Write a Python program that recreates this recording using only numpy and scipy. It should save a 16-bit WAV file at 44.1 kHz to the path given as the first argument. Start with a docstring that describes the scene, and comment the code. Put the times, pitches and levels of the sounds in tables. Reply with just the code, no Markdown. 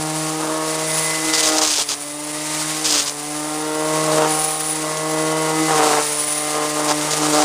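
"""Lawn edge along a wooden fence: a corded string trimmer at work.
The whirling line hums and buzzes as harmonics of its passes; tabulated loads slow the head.
Each pass swishes and slaps through grass; on the boards the line rasps and ticks, and grit cracks.
Shaped noise makes the motor's air hiss and vent whistles, tones tied to the head its whine.
Ground, guard and fence throw short echoes; faint outdoor noise lies behind."""
import sys
import numpy as np
from scipy import signal
from scipy.fft import rfft, irfft, next_fast_len
from scipy.io import wavfile
from scipy.ndimage import uniform_filter1d

SR = 44100
rng = np.random.default_rng(int(sys.argv[2]) if len(sys.argv) > 2 else 0)


def generate_wav(signal):
    """Clip the signal to [-1, 1] and save it as 16-bit WAV at the path in sys.argv[1]."""
    frames = np.transpose(np.atleast_2d(signal))
    scaled = np.clip(frames, -1, 1) * 32767
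    pcm = np.round(scaled).astype(np.int16)
    wavfile.write(sys.argv[1], SR, pcm)


N = 328104

# A pass is one line end going by: two to a turn of the head.
NOMINAL_PASSES_PER_S = 156   # reference for ground lag and whistle pitch
FREE_PASSES_PER_S, START_PASSES_PER_S, RECOVER_S = 158.36, 155.22, .587
# Loads braking the head: (start [s], end [s], drag [passes/s lost per s])
LOADS = [(1.293, 1.687, 9.4), (1.611, 1.937, 49.7), (2.852, 3.017, 82.3), (4.05, 4.22, 11), (4.22, 4.85, 5),
         (5.699, 5.931, 46.8), (5.931, 6.3, 13), (6.3, 6.56, 7), (6.56, 7.0, 15.5), (7.15, 7.44, 16.5)]

# First harmonic of the hum as the head is swung and tilted: (time [s], level before trim [dB])
HUM_FIRST = [(0.0, -30.5), (0.23, -30), (0.52, -39), (0.99, -31.5), (1.76, -55), (2.67, -35.5),
             (3.02, -47.5), (3.36, -40), (3.75, -41), (3.96, -30), (4.16, -29), (4.56, -40), (5.26, -31),
             (5.76, -30.5), (5.82, -38), (6.24, -44), (7.29, -32), (7.44, -42)]
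# Second harmonic of the hum: (time [s], level before trim [dB])
HUM_SECOND = [(0.0, -29.5), (0.54, -27.5), (1.06, -38), (1.3, -24), (1.37, -35), (1.55, -24), (1.84, -45),
              (2.18, -33.5), (2.96, -31.5), (3.07, -42), (3.36, -29.5), (4.31, -26.5), (4.43, -38),
              (4.56, -39), (4.83, -28.5), (4.99, -43.5), (5.04, -30), (5.22, -25.5), (5.51, -29),
              (5.62, -18.5), (5.74, -34), (5.8, -24), (6.03, -39), (7.0, -26), (7.15, -41), (7.21, -24),
              (7.38, -22), (7.44, -22.5)]
# Upper buzz spectrum: (harmonic [multiple of pass rate], relative level [dB])
BUZZ_HARMONICS = [(3, 1), (4, 2.35), (5, 1), (6, -2.5), (7, -2.5), (8, -4), (9, -8.5), (10, -16.5),
                  (11, -12), (13, -20), (15, -25), (18, -17.5), (24, -22), (32, -51)]
# Upper buzz of the free line: (time [s], level before trim [dB])
BUZZ_LEVEL = [(0, -29), (.43, -29), (.57, -25), (1.2, -30.5), (1.62, -25.5), (1.77, -43), (2.3, -34.5),
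              (2.82, -33.5), (3.12, -36.5), (3.92, -22), (4.3, -23.5), (4.72, -32), (5.2, -22.5),
              (5.5, -22.5), (5.68, -26), (6.3, -32), (6.5, -27), (7.44, -29.5)]
# Ground reflection as the head rises and sinks: (time [s], lag at nominal speed [ms])
GROUND_LAG = [(.25, 2.9), (.55, 1.75), (1.35, 2.18), (1.7, 0.77), (2.05, 3.14), (2.6, 3.2), (3.05, 1.65),
              (3.45, 3.4), (3.65, 2.05), (4.15, 1.8), (4.35, 2.65), (4.7, 2.65), (4.85, 1.81), (5.45, 1.97),
              (5.7, 2.8), (6.35, 1.58), (6.95, 1.73), (7.24, 2.6), (7.44, 1.14)]

# Bites into thick grass: (start [s], end [s], grass drive [dB], added buzz before trim [dB])
CUTS = [(0.38, 0.513, -25.5, -51), (1.455, 1.63, -26, -28), (1.769, 1.794, -25.5, -37),
        (1.884, 1.917, -28, -46), (2.92, 2.957, -25, -33), (4.065, 4.186, -24.5, -25),
        (4.17, 4.261, -22, -21.5), (4.821, 4.917, -29.5, -32), (5.676, 5.793, -19.5, -21),
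        (5.789, 5.996, -18.5, -22), (6.53, 6.647, -26, -24.5), (6.754, 6.874, -24, -32.5),
        (6.877, 6.919, -20.5, -28), (6.974, 7.197, -27, -39), (7.202, 7.314, -24, -30),
        (7.323, 7.438, -21.5, -19.5)]
CUT_ATTACK_S, CUT_RELEASE_S = 0.011, 0.024
# Light brushing of grass tips: drive at mean buzz level, share of the buzz's dB swing
BRUSH_DB, BRUSH_FOLLOWS = -32.5, 0.8
# Swish of the blades: (frequency [Hz], relative density [dB/Hz])
SWISH_SPECTRUM = [(40, -44), (140, -23), (330, -1.5), (600, 1), (850, 1), (1250, 0.5), (1700, -16),
                  (2600, -52), (6000, -55)]

# Line on the fence: (start [s], end [s], level before trim [dB])
RASPS = [(1.33, 1.364, -20.5), (1.374, 1.413, -18.5), (1.425, 1.495, -20.5), (1.497, 1.56, -25.5),
         (1.562, 1.595, -23), (1.611, 1.638, -19), (1.645, 1.73, -21), (1.735, 1.828, -23),
         (1.886, 1.94, -23.5), (2.844, 2.999, -19.5), (3.0, 3.04, -25.5), (3.054, 3.097, -25.5),
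         (6.877, 6.923, -25), (7.103, 7.143, -23), (7.21, 7.27, -27.5), (7.325, 7.44, -25.5)]
# Scratch of line on wood, also the grit's rattle: (frequency [Hz], relative density [dB/Hz])
RASP_SPECTRUM = [(200, -16.5), (900, -6), (2000, -8), (3400, -2), (4700, -3), (6500, 2), (8500, -3),
                 (10000, -8.5), (15000, -2.5)]
# Grit flung against guard and boards: (time [s], crack drive [dB])
GRIT_HITS = [(1.437, -6), (1.584, 0), (1.635, 0), (1.6457, -3), (1.7385, -1), (1.7866, -1), (1.7998, -3),
             (2.843, -7), (2.942, 1), (4.972, -8.5), (6.902, -11), (7.013, -6)]

# Motor air hiss: (time [s], level before trim [dB])
HISS_LEVEL = [(0, -30.5), (.6, -31), (.9, -27), (1.3, -25.5), (1.86, -33.5), (2.15, -36), (2.55, -27),
              (2.8, -28.5), (3.15, -34), (3.85, -32.5), (4.03, -26.5), (4.3, -27.5), (5.1, -32), (5.6, -28),
              (5.85, -23.5), (6.15, -27.5), (6.8, -30), (7.3, -26.5)]
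# Motor air hiss: (frequency [Hz], relative density [dB/Hz])
HISS_SPECTRUM = [(200, -10.5), (800, 3), (1500, 0.5), (2300, 1.5), (3500, 0), (5000, 2.5), (8000, 4.5),
                 (10000, 4), (12000, 4), (15000, -0.5)]
# Housing resonances: (centre [Hz], width [Hz], level re hiss [dB])
HOUSING = [(2114, 120, -24), (3752, 38, -23.5), (4650, 160, -22)]
# Air vent whistles: (centre at nominal speed [Hz], width [Hz], relative level [dB])
WHISTLES = [(9820, 250, -5), (9540, 1900, -8), (14500, 1000, -5)]
WHISTLE_AWAY_DB = -31   # vents facing away
# Vents turned to the listener by tilting: (start [s], end [s], added whistle gain [dB])
VENT_FLARES = [(.85, 1.05, -26), (4.3, 4.72, -24), (6.02, 6.42, -23.5)]
VENT_ATTACK_S, VENT_RELEASE_S = 0.017, 0.045
WHISTLE_CHOKE = 0.61   # share of whistle lost at the deepest cut

# Motor tones, one pass rate apart: (frequency [multiple of pass rate], relative level [dB])
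WHINE_TONES = [(11.78, 0), (12.78, 0), (13.78, -2)]
# Whine as the housing turns: (time [s], drive [dB])
WHINE_LEVEL = [(.4, -48), (.8, -38), (1.45, -30), (1.9, -50), (2.5, -34.5), (3.15, -48), (4, -35.5),
               (4.55, -47), (4.9, -36.5), (5.6, -33.5), (6.1, -40.5), (6.7, -33.5), (7.44, -38)]
WHINE_RING_HZ, WHINE_RING_WIDTH_HZ = 2032, 82   # brings out the nearest tone

# Ground, guard and fence: (delay [s], gain re direct [dB])
ECHOES = [(.0029, -46), (.0047, -26.5), (.0083, -28), (0.0127, -39.5), (0.023, -31), (.037, -11)]
# Outdoor background: (frequency [Hz], relative density [dB/Hz])
OUTDOOR_SPECTRUM = [(20, -5), (60, -7), (150, 2), (600, -26), (8000, -19)]

SHELF_HZ, CUTOFF_HZ = 10020, 14850


def head_speed():
    """Pass rate: loads drag it down, the motor pulls it back with a time constant."""
    t = np.arange(N) / SR
    drag = sum(rate * ((t >= start) & (t < end)) for start, end, rate in LOADS)
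    start_deficit = (FREE_PASSES_PER_S - START_PASSES_PER_S) * np.exp(-t / RECOVER_S)
    return FREE_PASSES_PER_S - start_deficit - RECOVER_S * lagging(drag, RECOVER_S)


def line_hum(passes, buzz_gain, scatter_rad=0.38, flutter_db=-0.13, first_trim_db=-0.9,
             second_trim_db=0.0, buzz_trim_db=.5, ground_gain=0.52, imbalance=0.16):
    """A push and a pull of air each pass; the ground lag sets which buzz harmonics are favoured."""
    first_db, = in_time(HUM_FIRST)
    second_db, = in_time(HUM_SECOND)
    lag_ms, = in_time(GROUND_LAG)
    angle = 2 * np.pi * passes
    ground_phase = 2 * np.pi * NOMINAL_PASSES_PER_S * lag_ms / 1000
    orders, levels_db = np.transpose(BUZZ_HARMONICS)

    buzz = 0
    for k in range(3, 33):
        gain = from_db(np.interp(k, orders, levels_db) + 1.6 * drift(2.5))
        phase = k * angle + scatter_rad * np.sqrt(k) * drift(1.52)
        buzz = buzz - gain * (np.sin(phase) + ground_gain * np.sin(phase - k * ground_phase))
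    buzz /= np.sqrt(uniform_filter1d(buzz ** 2, size=4000))   # even local power
    buzz *= 1 + imbalance * np.cos(angle / 2)   # one line end a little longer
    buzz *= from_db(buzz_trim_db) * buzz_gain * per_pass(passes, flutter_db)

    first = from_db(first_db + first_trim_db) * np.sin(angle)
    second = from_db(second_db + second_trim_db) * np.sin(2 * angle)
    return buzz - np.sqrt(2) * (first + second)


def grass(passes, gain, slap_db=-2.0, swish_db=-4, thick_db=-26, slap_hz=640, edge_hz=900):
    """Each pass swishes through the blades; in thick grass it lands as an uneven dull slap."""
    thick = gain ** 2 / (gain ** 2 + from_db(thick_db) ** 2)
    jittered_passes = passes - .03 + .022 * drift(50)
    clicks = strikes(jittered_passes, spread_db=6)
    dull = resonate(resonate(clicks, slap_hz, 750), edge_hz, 900)
    slaps = rms_one(yard(dull))
    blades = noise(SWISH_SPECTRUM) * throb(passes, depth_db=2.0)
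    swish = yard(blades * per_pass(passes, spread_db=-1.5))
    return gain * (from_db(slap_db) * thick * slaps + from_db(swish_db) * swish)


def fence_rasp(passes, trim_db=4.5, tick_db=-9, tick_hz=4000, crackle_db=2.0,
               ring_hz=4850, ring_width_hz=450, ring_db=-13):
    """While the tip touches wood it scratches brightly, rings the guard and ticks once a pass."""
    contact = from_db(trim_db) * swells(RASPS, attack_s=0.0021, release_s=0.0054)
    crackle = from_db(crackle_db * drift(215))
    scratch = noise(RASP_SPECTRUM) * per_pass(passes, spread_db=1.4) * crackle
    ring = rms_one(resonate(scratch, ring_hz, ring_width_hz))
    clicks = strikes(passes, spread_db=3.5)
    ticks = rms_one(resonate(resonate(clicks, tick_hz, 6100), tick_hz, 7600))
    return contact * (rms_one(scratch + from_db(ring_db) * ring) + from_db(tick_db) * ticks)


def grit(crack_hz=3800, width_hz=4500, rattle_s=0.01, rattle_db=-17):
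    """Each hit is a resonated click with a decaying noise rattle."""
    clicks = np.zeros(N)
    for s, db in GRIT_HITS:
        clicks[int(s * SR)] = from_db(db)
    crack = resonate(resonate(clicks, crack_hz, width_hz), crack_hz, 2 * width_hz)
    crack *= clicks.max() / np.abs(crack).max()
    decay = signal.lfilter([1], [1, -np.exp(-1 / (rattle_s * SR))], clicks + 1e-18)
    return crack + from_db(rattle_db) * decay * noise(RASP_SPECTRUM)


def motor_air(passes, speed, cut, hiss_trim_db=5.5, shift=0.2, flicker_db=1.22,
              whistle_flicker_db=2.0):
    """Fan hiss plus housing resonances; vent whistles flicker with it and sag a little with speed."""
    hiss_db, = in_time(HISS_LEVEL)
    flicker = drift(25)
    hiss = noise(HISS_SPECTRUM) * throb(passes, depth_db=2.0) * from_db(flicker_db * flicker)
    for hz, width_hz, db in HOUSING:
        hiss += from_db(db) * rms_one(resonate(rng.standard_normal(N), hz, width_hz))

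    # warped time [s]: share `shift` of the speed change reaches the pitch
    travel_s = np.cumsum(1 + shift * (speed / NOMINAL_PASSES_PER_S - 1)) / SR
    whistle = 0
    for hz, width_hz, db in WHISTLES:
        lowpass = signal.butter(2, width_hz / 2, fs=SR, output="sos")
        real, imag = signal.sosfilt(lowpass, rng.standard_normal((2, N)))
        band = ((real + 1j * imag) * np.exp(2j * np.pi * hz * travel_s)).real
        whistle = whistle + from_db(db) * rms_one(band)
    pulsing = throb(passes, depth_db=5)
    whistle *= rms_one(from_db(whistle_flicker_db * flicker) * pulsing)

    facing = from_db(WHISTLE_AWAY_DB) + swells(VENT_FLARES, VENT_ATTACK_S, VENT_RELEASE_S)
    unchoked = 1 - WHISTLE_CHOKE * cut / cut.max()
    return from_db(hiss_db + hiss_trim_db) * hiss + facing * unchoked * whistle


def motor_whine(passes, waver_rad=1.1, flutter_db=2):
    """Thin, wavering tones geared to the head swell as they near a resonance of the housing."""
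    level_db, = in_time(WHINE_LEVEL)
    tones = 0
    for multiple, db in WHINE_TONES:
        gain = from_db(db + flutter_db * drift(5.4))
        phase = 2 * np.pi * multiple * passes + waver_rad * drift(6.0)
        tones = tones + gain * np.sin(phase)
    return np.sqrt(2) * from_db(level_db) * resonate(tones, WHINE_RING_HZ, WHINE_RING_WIDTH_HZ)


def yard(x):
    """Short delayed copies, scaled by the summed power of the paths."""
    out = x.copy()
    for delay_s, db in ECHOES:
        lag = max(1, int(delay_s * SR))
        out[lag:] += from_db(db) * x[:-lag]
    return out / np.sqrt(1 + sum(from_db(db) ** 2 for _, db in ECHOES))


def outdoors(level_db=-57):
    """Steady background as low-weighted noise."""
    return from_db(level_db) * noise(OUTDOOR_SPECTRUM)


def per_pass(passes, spread_db):
    """Random strength per pass; peaks capped at 1.5 spreads, or dips if the spread is negative."""
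    index = (passes + .5).astype(int)   # changes midway between passes
    draws = np.minimum(rng.standard_normal(N // 100), 1.5)
    return rms_one(from_db(spread_db * draws)[index])


def throb(passes, depth_db):
    """Gain peaking each time the line comes round, unit power."""
    return rms_one(from_db(depth_db * np.cos(np.pi * passes) ** 8))


def strikes(passes, spread_db):
    """One click a pass, uneven in strength."""
    return np.diff(np.floor(passes), prepend=0) * per_pass(passes, spread_db)


def swells(rows, attack_s, release_s):
    """Summed gain of events that each rise, hold and die away."""
    t = np.arange(N) / SR
    total = 0
    for start, end, db in rows:
        rise = 1 - np.exp(-np.clip((t - start) / attack_s, 0, 20))
        fall = np.exp(-np.clip((t - end) / release_s, 0, 20))
        total = total + from_db(db) * rise * fall
    return total


def lagging(x, seconds):
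    """First-order lag with a time constant."""
    r = np.exp(-1 / (seconds * SR))
    return signal.lfilter([1 - r], [1, -r], x + 1e-18)


def resonate(x, hz, width_hz):
    """One two-pole resonance, about unit gain at its peak."""
    r = np.exp(-np.pi * width_hz / SR)
    zeros = np.array([1, 0, -1]) * (1 - r * r) / 2
    poles = [1, -2 * r * np.cos(2 * np.pi * hz / SR), r * r]
    return signal.lfilter(zeros, poles, x + 1e-18)


def noise(spectrum):
    """Steady noise of a given colour, unit power."""
    hz, db = np.transpose(spectrum)
    size = next_fast_len(N)
    bins_hz = np.maximum(np.fft.rfftfreq(size, 1 / SR), 1)
    gain = from_db(np.interp(np.log(bins_hz), np.log(hz), db))
    return rms_one(irfft(rfft(rng.standard_normal(size)) * gain, size)[:N])


def drift(rate_hz):
    """Slow random wander, unit power: twice low-passed noise made at SR / 40."""
    r = np.exp(-80 * np.pi * rate_hz / SR)
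    white = rng.standard_normal(N // 40 + 2002)
    slow = signal.lfilter([1], [1, -2 * r, r * r], white)[2000:]   # skip the filter's start
    return np.interp(np.arange(N) / 40, np.arange(len(slow)), rms_one(slow))


def in_time(rows):
    """Each column of a curve, interpolated at every sample."""
    s, *columns = np.transpose(rows)
    return [np.interp(np.arange(N) / SR, s, c) for c in columns]


def rms_one(x):
    """Scale to unit power."""
    return x / np.sqrt(np.mean(x ** 2) + 1e-20)


def from_db(db):
    """Decibels to gain."""
    return 10 ** (np.asarray(db) / 20)


def scene(free_wobble=.0007, cut_wobble=.04):
    """The turning head times the layers; a cut raises grass and buzz and unsettles the speed."""
    cut = swells([(start, end, db) for start, end, db, _ in CUTS], CUT_ATTACK_S, CUT_RELEASE_S)
    cut_buzz = swells([(start, end, db) for start, end, _, db in CUTS], CUT_ATTACK_S, CUT_RELEASE_S)
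    speed = head_speed()
    wobble = (free_wobble + cut_wobble * cut) * drift(12.4)
    passes = np.cumsum(speed * (1 + wobble)) / SR

    buzz_db, = in_time(BUZZ_LEVEL)
    brush = from_db(BRUSH_DB + BRUSH_FOLLOWS * (buzz_db - buzz_db.mean()))
    hum = line_hum(passes, np.hypot(from_db(buzz_db), cut_buzz))
    cutting = grass(passes, np.hypot(brush, cut)) + fence_rasp(passes) + yard(grit())
    motor = motor_air(passes, speed, cut) + motor_whine(passes)
    return (hum + cutting + motor + outdoors())[None]


def record(dry, top_db=-13):
    """Treble above the shelf is lowered, peaks are rounded, the range above the cutoff is removed."""
    shelf = signal.ellip(10, .05, 60, SHELF_HZ, fs=SR, output="sos")
    below = signal.sosfiltfilt(shelf, dry)
    coloured = below + from_db(top_db) * (dry - below)
    rounded = coloured / (1 + (coloured / .75) ** 8) ** (1 / 8)   # soft ceiling at .75
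    cutoff = signal.ellip(12, .1, 80, CUTOFF_HZ, fs=SR, output="sos")
    return signal.sosfilt(cutoff, rounded)


dry = scene()
out = record(dry)
generate_wav(out)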